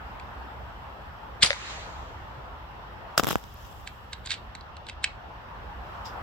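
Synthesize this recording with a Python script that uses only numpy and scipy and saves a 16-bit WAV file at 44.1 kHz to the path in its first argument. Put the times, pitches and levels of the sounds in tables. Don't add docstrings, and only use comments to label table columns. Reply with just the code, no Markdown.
import sys
import numpy as np
from scipy import signal
from scipy.io import wavfile
from scipy.ndimage import uniform_filter1d

SR = 44100
rng = np.random.default_rng(int(sys.argv[2]) if len(sys.argv) > 2 else 0)


def unload_audio(sound):
    columns = np.transpose(np.atleast_2d(sound))
    steps = np.round(np.clip(columns, -1, 1) * 32767)
    wavfile.write(sys.argv[1], SR, steps.astype(np.int16))


N = 274474


def amp(db):
    return 10 ** (np.asarray(db) / 20)


def unit_rms(x):
    return x / np.sqrt(np.mean(x ** 2) + 1e-20)


def peak_rms(x):
    return np.sqrt(np.max(uniform_filter1d((x ** 2).mean(0), 30)))


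def curve_at(points, hz):
    freqs, values = np.transpose(points)
    return np.interp(np.log(hz + 1), np.log(freqs + 1), values)


def add(mix, start_s, sound, lean_db=0):
    part = mix[:, round(start_s * SR):][:, :sound.shape[-1]]
    part += (amp([[lean_db / 2], [-lean_db / 2]]) * sound)[:, :part.shape[1]]


def band(x, lo_hz, hi_hz):
    return signal.sosfilt(signal.butter(2, [lo_hz, hi_hz], "band", fs=SR, output="sos"), x)


def ring(x, hz, width_hz):
    pole = np.exp((2j * np.pi * hz - np.pi * width_hz) / SR)
    return 2 * signal.lfilter([1 - abs(pole)], [1, -pole], x).real


def modes(x, table, eq=((1, 0),)):
    return sum((-1) ** k * amp(db + curve_at(eq, hz)) * ring(x, hz, width)
               for k, (hz, width, db) in enumerate(table))


def noise(tone, likeness, lean, patchy_db, size=1024, span=(0, N / SR)):
    first, last = round(span[0] * SR), round(span[1] * SR)
    hz = np.fft.rfftfreq(size, 1 / SR)
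    a, b, c, d, patches = rng.standard_normal((4 * (last - first) // size + 5, len(hz), 5)).T
    patches = unit_rms(uniform_filter1d(uniform_filter1d(patches, 8, 0), 12, 1))
    alike = np.clip(curve_at(likeness, hz), -1, 1)[:, None]
    left = a + 1j * b
    right = alike * left + np.sqrt(1 - alike ** 2) * (c + 1j * d)
    tone_db = curve_at(tone, hz) + np.array([[.5], [-.5]]) * curve_at(lean, hz)
    spectra = np.array([left, right]) * amp(tone_db[..., None] + patchy_db * patches)
    sound = signal.istft(spectra, nperseg=size, noverlap=size - size // 4)[1]
    return np.pad(unit_rms(sound[:, :last - first]), [(0, 0), (first, N - last)])


def fader(rows):
    times, db = np.transpose(rows)
    return amp(np.interp(np.arange(N) / SR, times, db, -150, -150))


def swells(rows):
    t = np.arange(N) / SR
    power = sum(amp(2 * (db - 30 * np.maximum((peak_s - t) / rise, (t - peak_s) / fall)))
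                for peak_s, db, rise, fall in rows)
    return np.sqrt(power)


# frequency in Hz, left-right correlation.
BED_LIKENESS = [(60, 0.91), (120, 0.88), (240, 0.69), (480, 0.46), (950, 0.25), (1890, -0.21),
                (3770, -0.12), (7520, 0.0069), (15000, -0.06)]
# frequency in Hz, left over right in dB.
BENCH_LEAN = [(60, -2), (110, 1.5), (200, 0), (380, 1.5), (700, 3), (1290, -0.5), (2380, -0.5),
              (4400, -0.5), (8120, 0), (15000, 12.5)]
# time in seconds, tyre level in dB.
ROAD_FADER = [(0.0, -42), (0.47, -42.5), (0.75, -44), (1.55, -44.5), (1.7, -42), (2.1, -42.5), (2.65, -45),
              (3.1, -43), (3.4, -49.5), (3.9, -49), (4.2, -47.5), (5.04, -47), (5.5, -44), (6.22, -39)]
# frequency in Hz, relative level in dB.
ENGINE_TONE = [(12, -51), (20, -30), (36, -2.5), (54, 1), (65, 2), (87, -5), (119, -6.5), (145, -14.5),
               (177, -12), (285, -23.5), (400, -24), (520, -47.5), (880, -120)]
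TYRE_TONE = [(120, -46), (200, -14.5), (365, -13), (702, -7), (889, -3), (1380, -9), (2170, -19.5),
             (2600, -23.5), (3380, -48), (5720, -120)]
FAR_HISS_TONE = [(1060, -13.5), (1800, 3.5), (2170, -13.5), (2730, 1.5), (3300, -2), (4210, -10),
                 (5470, -13), (9000, -42.5), (11700, -67), (19800, -120)]


def road():
    roar = fader(ROAD_FADER)
    ride = roar / amp(-45)
    engines = amp(-45) * ride ** 0.27 * noise(ENGINE_TONE, BED_LIKENESS, BENCH_LEAN, 0.82, size=4096)
    tyres = roar * noise(TYRE_TONE, BED_LIKENESS, BENCH_LEAN, 1.5)
    hiss = amp(-56.5) * ride ** 0.45 * noise(FAR_HISS_TONE, BED_LIKENESS, BENCH_LEAN, 1.3)
    return engines + tyres + hiss


# frequency in Hz, relative level in dB.
FINE_HISS_TONE = [(4120, -31), (7000, 0.5), (7990, 3.5), (8630, -20.5), (10300, -3.5), (12200, 0.5),
                  (15000, -1), (16100, -8)]
# time in seconds, level in dB.
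MIC_HISS_FADER = [(0.0, -70.5), (1.4, -72), (1.6, -75), (1.9, -72), (3.1, -73), (4.2, -74.5), (5.0, -78.5),
                  (5.5, -74), (6.22, -68)]


def microphone_hiss():
    return fader(MIC_HISS_FADER) * noise(FINE_HISS_TONE, BED_LIKENESS, BENCH_LEAN, .7)


# pitch in Hz, bandwidth in Hz, gain in dB.
STEEL_MODES = [(1554, 160, 6.5), (2230, 280, 3.5), (2644, 170, 3), (3190, 350, -1), (3680, 370, -1),
               (4100, 570, -0.5), (4730, 430, -0.5), (5950, 1300, -3), (6500, 580, 3), (7500, 680, 7),
               (8340, 500, 5), (9330, 430, -9)]


def steel(contact, part_hz, low_db, high_db):
    eq = [(2400, low_db), (4000, 0.0059), (5000, 0.011), (7000, high_db)]
    woken = [(hz, width, db + 8 * np.exp(-((hz - part_hz) / 450) ** 2)) for hz, width, db in STEEL_MODES]
    direct, *scattered = band(band(modes(contact, woken, eq), 1450, 12000), 1300, 14000)
    return np.array([direct, np.roll(direct, 2)]) + .25 * np.array(scattered)


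# struck part's pitch in Hz, gain in dB.
LOW_WAKE = [(2500, -2.5), (4000, -7), (4800, -11), (8000, -8)]
HIGH_WAKE = [(2500, -12.5), (4000, -17.5), (4800, -20.5), (8000, -4)]
# start in seconds, level in dB, struck part's pitch in Hz,
# spread to the other parts in dB, left over right in dB.
STEEL_KNOCKS = [(0.1975, -33, 2230, 0, -0.3), (1.4238, -10, 4650, 8, 10), (1.428, -1.5, 3000, -7, -5),
                (1.431, -7.5, 8350, 4, 4.5), (1.435, -11, 4800, -7, 13), (1.4462, -14, 7900, 0, 0),
                (1.461, -12.5, 4820, 3, 4), (3.874, -22, 2480, 0.5, -4), (4.1313, -24, 3930, -3, -3.5),
                (4.2598, -24.5, 7300, -5, 0), (4.2724, -23, 3750, -3, -7), (4.295, -33, 2430, -3, -5),
                (4.3056, -16, 3860, 1, -6), (4.3137, -22.5, 2060, 13, -8), (4.3167, -17, 3650, 0, 2),
                (4.322, -29, 3620, 7, 12), (4.34, -23, 2780, -2, 0), (4.551, -25.5, 3960, 9, -3),
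                (4.6093, -35, 4460, -4, -5), (4.7674, -33.5, 3800, 1, -4), (4.867, -32, 3660, -1.5, -5),
                (4.887, -25, 3000, 5, -3), (4.896, -24.5, 2630, 0, -2), (5.0417, -6, 2660, 5.5, -2)]


def knocks():
    out, t = np.zeros((2, N)), np.arange(2600) / SR
    rattle_t60_s = 0.019
    for start_s, db, part_hz, spread_db, lean_db in STEEL_KNOCKS:
        contact = rng.standard_normal((3, len(t))) * amp(-60 * t / rattle_t60_s) * np.minimum(t / 0.00065, 1)
        contact[0, :3] += 4.1 * np.array([.5, 1, .5])
        low_db = curve_at(LOW_WAKE, part_hz) + spread_db
        high_db = curve_at(HIGH_WAKE, part_hz) + spread_db
        body = steel(contact, part_hz, low_db, high_db)
        add(out, start_s, amp(db) * body / (2 * peak_rms(body)), lean_db)
    return out


def nearby_scatter(x):
    t, t60_s = np.arange(9000) / SR, 0.23
    taps = rng.choice([-1., 1.], (2, len(t))) * (rng.random((2, len(t))) < .06)
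    tail = band(taps * amp(-60 * t / t60_s) * np.minimum(t / .006, 1), 800, 4600)
    return signal.fftconvolve(x, tail / np.linalg.norm(tail[0]), axes=1)[:, :N]


# peak time in seconds, relative level in dB, rise and fall in seconds.
GRIT_SWELLS = [(1.429, -16, 0.018, 0.0027), (3.874, -40, 0.019, .03), (4.133, -33, 0.015, 0.019),
               (4.261, -39, 0.032, 0.07), (4.317, -25, 0.037, 0.056), (4.894, -41.5, 0.037, .043),
               (5.042, -29, 0.021, 0.026)]


def metal_grit():
    grains = rng.standard_normal((3, N)) * uniform_filter1d(rng.exponential(1, N), 40) ** 3
    grit = unit_rms(steel(grains, part_hz=3700, low_db=-3, high_db=-13))
    return swells(GRIT_SWELLS) * grit * amp([[-5], [-1]])


def rifle_action():
    metal = metal_grit() + knocks()
    metal += amp(-17.5) * nearby_scatter(metal)
    return signal.sosfilt(signal.butter(6, 10500, fs=SR, output="sos"), metal)


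# frequency in Hz, relative level in dB.
BLAST_TONE = [(300, -23), (900, -12), (1830, -9), (3000, -7), (4820, -5.5), (6590, -13.5), (9590, -16),
              (11800, -46), (13000, -49.5), (15000, -39.5), (16300, -47)]


def muzzle_blast(start_s=1.428, level_db=-16, t60_s=0.24):
    t = np.maximum(np.arange(N) / SR - start_s, 0)
    rush = noise(BLAST_TONE, [(300, .3), (3000, .1), (9000, -.4)], BENCH_LEAN, 3, size=128, span=(1.4, 2))
    return amp(level_db - 60 * t / t60_s) * np.minimum(t / 0.00249, 1) * rush


# start in seconds, level in dB, pitch in Hz, 60 dB decay in seconds.
LOW_THUMPS = [(1.433, -19.5, 170, 0.026), (2.38, -36, 130, .08)]


def thumps():
    out, t = np.zeros((2, N)), np.arange(4000) / SR
    for start_s, db, hz, t60 in LOW_THUMPS:
        add(out, start_s, amp(db - 60 * t / t60) * np.sin(2 * np.pi * hz * t))
    return out


# pitch in Hz, bandwidth in Hz, gain in dB.
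FAR_ICE_MODES = [(562, 120, 0), (1750, 680, 3), (2280, 720, 3), (3850, 800, -6), (4600, 600, -6),
                 (6500, 820, -9.5)]
# start in seconds, snap peak in dB, low ring peak in dB,
# left over right in dB.
FAR_IMPACTS = [(1.5054, -5, -22.5, 3.5), (1.5160, -15.5, -39, 2), (1.5298, -16, -41, -4)]


def pellet_far():
    out, samples = np.zeros((2, N)), np.arange(1500)
    lowest, upper = FAR_ICE_MODES[:1], FAR_ICE_MODES[1:]
    for start_s, snap_db, low_db, lean_db in FAR_IMPACTS:
        tap = (samples == 0) + 0.085 * rng.standard_normal(len(samples)) * np.exp(-samples / 60)
        tap = np.convolve(tap, np.hanning(9))
        snap = -band(modes(tap, upper), 1300, 7500)
        low = modes(modes(tap, lowest), lowest)
        hit = amp(snap_db) * snap / abs(snap).max() + amp(low_db) * low / abs(low).max()
        add(out, start_s, np.array([hit, np.roll(hit, 8)]), lean_db)
    return out


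# time in seconds, level in dB.
ECHO_FADER = [(1.53, -39), (1.586, -42), (1.72, -38.5), (1.872, -48), (2.238, -66), (2.5, -74)]
# frequency in Hz, relative level in dB.
ECHO_COLOUR = [(530, -35), (900, -13), (1850, -5), (2020, -6), (3150, -9), (3950, -8), (5260, -16.5),
               (7140, -14.5), (9500, -37.5), (12400, -80), (20900, -120)]


def tree_echo():
    likeness = [(900, .2), (3000, -.4), (9000, -.3)]
    return fader(ECHO_FADER) * noise(ECHO_COLOUR, likeness, BENCH_LEAN, 1.5, size=512, span=(1.4, 2.6))


# peak time in seconds, level in dB, rise and fall in seconds.
DUST_PUFFS = [(3.182, -22.5, 0.0091, 0.041), (3.197, -27, .01, 0.018), (3.243, -38.5, 0.052, 0.058),
              (3.273, -37, .02, .12), (3.308, -30.5, 0.052, 0.096), (3.35, -49, .05, 0.032),
              (3.43, -53.5, 0.12, 0.24), (3.66, -54, 1, .6)]
DUST_SETTLING = [(3.3, -59.5, 0.27, 0.36), (3.75, -65.5, 0.76, 1.7)]
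# frequency in Hz, relative level in dB.
DUST_TONE = [(180, -23.5), (300, 4.5), (1060, -11), (1600, -3.5), (2200, -16), (3000, -2.5), (3900, -6.5),
             (4300, -15), (5100, -5), (7260, -11), (9330, -22.5), (14000, -12), (15900, -18), (16500, -39)]
# frequency in Hz, left over right in dB.
ICE_LEAN = [(1000, -1), (8100, 0), (15000, 11)]


def ice_dust():
    likeness = [(300, .2), (9000, 0)]
    clumps = unit_rms(amp(9.3 * uniform_filter1d(rng.exponential(1, N), 30)))
    dust = noise(DUST_TONE, likeness, ICE_LEAN, 2, size=256, span=(3.1, 4))
    finest = noise(FINE_HISS_TONE, likeness, ICE_LEAN, 2, size=256, span=(3.1, 4.6))
    return swells(DUST_PUFFS) * dust * clumps + swells(DUST_SETTLING) * finest


def membrane_push(ms, together):
    swing_hz, swing_decay_ms = 138, 2.03
    push_ms = 0.77 + 0.31 * together
    after_ms = np.maximum(ms - 0.57 * push_ms, 0)
    swing = 0.86 * np.exp(-after_ms / swing_decay_ms) * np.sin(2 * np.pi * swing_hz * after_ms / 1000)
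    shove = swing - np.sin(np.pi * np.minimum(ms / push_ms, 1)) ** 2
    left = np.interp(ms - 0.5 * (together < -.5), ms, shove)
    right = np.clip(1.1 * together, -1, 1) * shove
    return np.array([left, right])


# pitch in Hz, bandwidth in Hz, gain in dB.
CHIP_MODES = [(1230, 360, 1.5), (2750, 1660, -5), (3470, 650, -1), (5300, 520, -9.5), (7450, 990, -10)]
# start in seconds, relative levels of crack, push and fizz in dB,
# membranes moving together (1) or opposed (-1), left over right in dB.
CHIP_HITS = [(3.1773, -5.5, -25, -17, 1.0, 7), (3.1789, -3.5, -19, -15, 0.53, -3),
             (3.1971, -15, -12, -22, -0.3, 2), (3.2032, -26, -22, -30, -0.58, 6),
             (3.2314, -34, -19.5, -29, 0.6, -4), (3.2358, -13.5, -15, -26, -0.26, 0),
             (3.2444, -14.5, -13.5, -20, -0.46, 0), (3.2548, -25, -29, -29, -0.6, -6),
             (3.2694, -16, -15, -15, -0.91, 2), (3.2747, -27, -26, -28, -0.66, -17),
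             (3.2788, -18, -20, -23, -0.45, 3), (3.2859, -17, -14, -20, -0.12, 0),
             (3.2892, -15.5, -37, -21, -0.6, 7), (3.3069, -15, -19.5, -17, 0.71, -4),
             (3.3113, -11.5, -17, -23, -0.73, 1), (3.3247, -36, -38, -26, -0.46, 8),
             (3.329, -23, -16.5, -33, -0.52, 1), (3.336, -32, -27, -37, -0.24, -2),
             (3.356, -19, -6.5, -33, -0.61, -3.5), (3.3747, -44, -40, -45, -0.5, 0),
             (3.383, -34, -43, -39, -0.37, 6), (3.397, -41, -46, -42, -0.1, -2),
             (3.414, -44, -48, -45, 0.0, -7), (3.4397, -32, -30, -58, -0.37, -9),
             (3.542, -47, -42.5, -39, 0.7, -2)]


def ice_chips(decay_ms=0.79):
    out, ms = np.zeros((2, N)), np.arange(1300) / SR * 1000
    for start_s, crack_db, push_db, fizz_db, together, lean_db in CHIP_HITS:
        grit = rng.standard_normal((2, 2, len(ms))) * np.exp(-ms / decay_ms) * np.minimum(ms / 0.11, 1)
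        grit[0, :, 4] += 3
        crack = modes(grit[0], CHIP_MODES)
        crack *= amp(crack_db - 9) / peak_rms(crack)
        push = amp(push_db + 2) * membrane_push(ms, together)
        fizz = amp(fizz_db + 4.5) * band(grit[1], 11100, 14600) * [[1.3], [.35]]
        add(out, start_s, crack + push + fizz, lean_db)
    return out


# pitch in Hz, relative level in dB, 60 dB decay in seconds.
BLOCK_PARTIALS = [(727, -11, 0.0099), (1244, -2, 0.0068), (2820, -15, 0.014), (3800, -16.5, 0.0119),
                  (5030, -9, 0.013), (8070, -19.5, 0.0098)]
# start in seconds, gain in dB, roll-off in dB per octave.
BLOCK_BLOWS = [(3.1786, -1, -0.5), (3.1961, 4.5, 5)]


def pellet_near():
    out, t = np.zeros((2, N)), np.arange(900) / SR
    attack = np.minimum(t / 0.00074, 1)
    for start_s, blow_db, roll_off in BLOCK_BLOWS:
        for hz, db, t60 in BLOCK_PARTIALS:
            level_db = blow_db + db - roll_off * np.log2(hz / BLOCK_PARTIALS[0][0])
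            add(out, start_s, attack * amp(level_db - 60 * t / t60) * np.sin(2 * np.pi * hz * t))
    return out


# peak time in seconds, level in dB, rise and fall in seconds.
RUSTLE_SWELLS = [(5.88, -65, .1, 0.98), (6.056, -43.5, .015, .12)]
# frequency in Hz, relative level in dB.
RUSTLE_COLOUR = [(1180, -47), (2000, -18), (3740, -6), (4450, -15), (4940, 0.5), (6200, -15), (7640, -14),
                 (9170, -38), (11700, -19), (16000, -30)]


def rustle():
    hiss = noise(RUSTLE_COLOUR, [(2000, .2), (9000, 0)], BENCH_LEAN, 2, size=256, span=(5.8, N / SR))
    return swells(RUSTLE_SWELLS) * hiss


def scene():
    background = road() + microphone_hiss()
    at_bench = rifle_action() + muzzle_blast() + thumps() + pellet_far() + tree_echo()
    at_ice = ice_dust() + ice_chips() + pellet_near()
    return background + at_bench + at_ice + rustle()


def record(dry):
    low_cut = signal.butter(3, 40, "high", fs=SR, output="sos")
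    clipped = np.clip(signal.sosfilt(low_cut, dry), -1, 1)
    band_limit = signal.firwin(511, 16600, window=("kaiser", 9), fs=SR)
    return np.clip(signal.oaconvolve(clipped, band_limit[None], "same"), -1, 1)


dry = scene()
out = record(dry)
unload_audio(out)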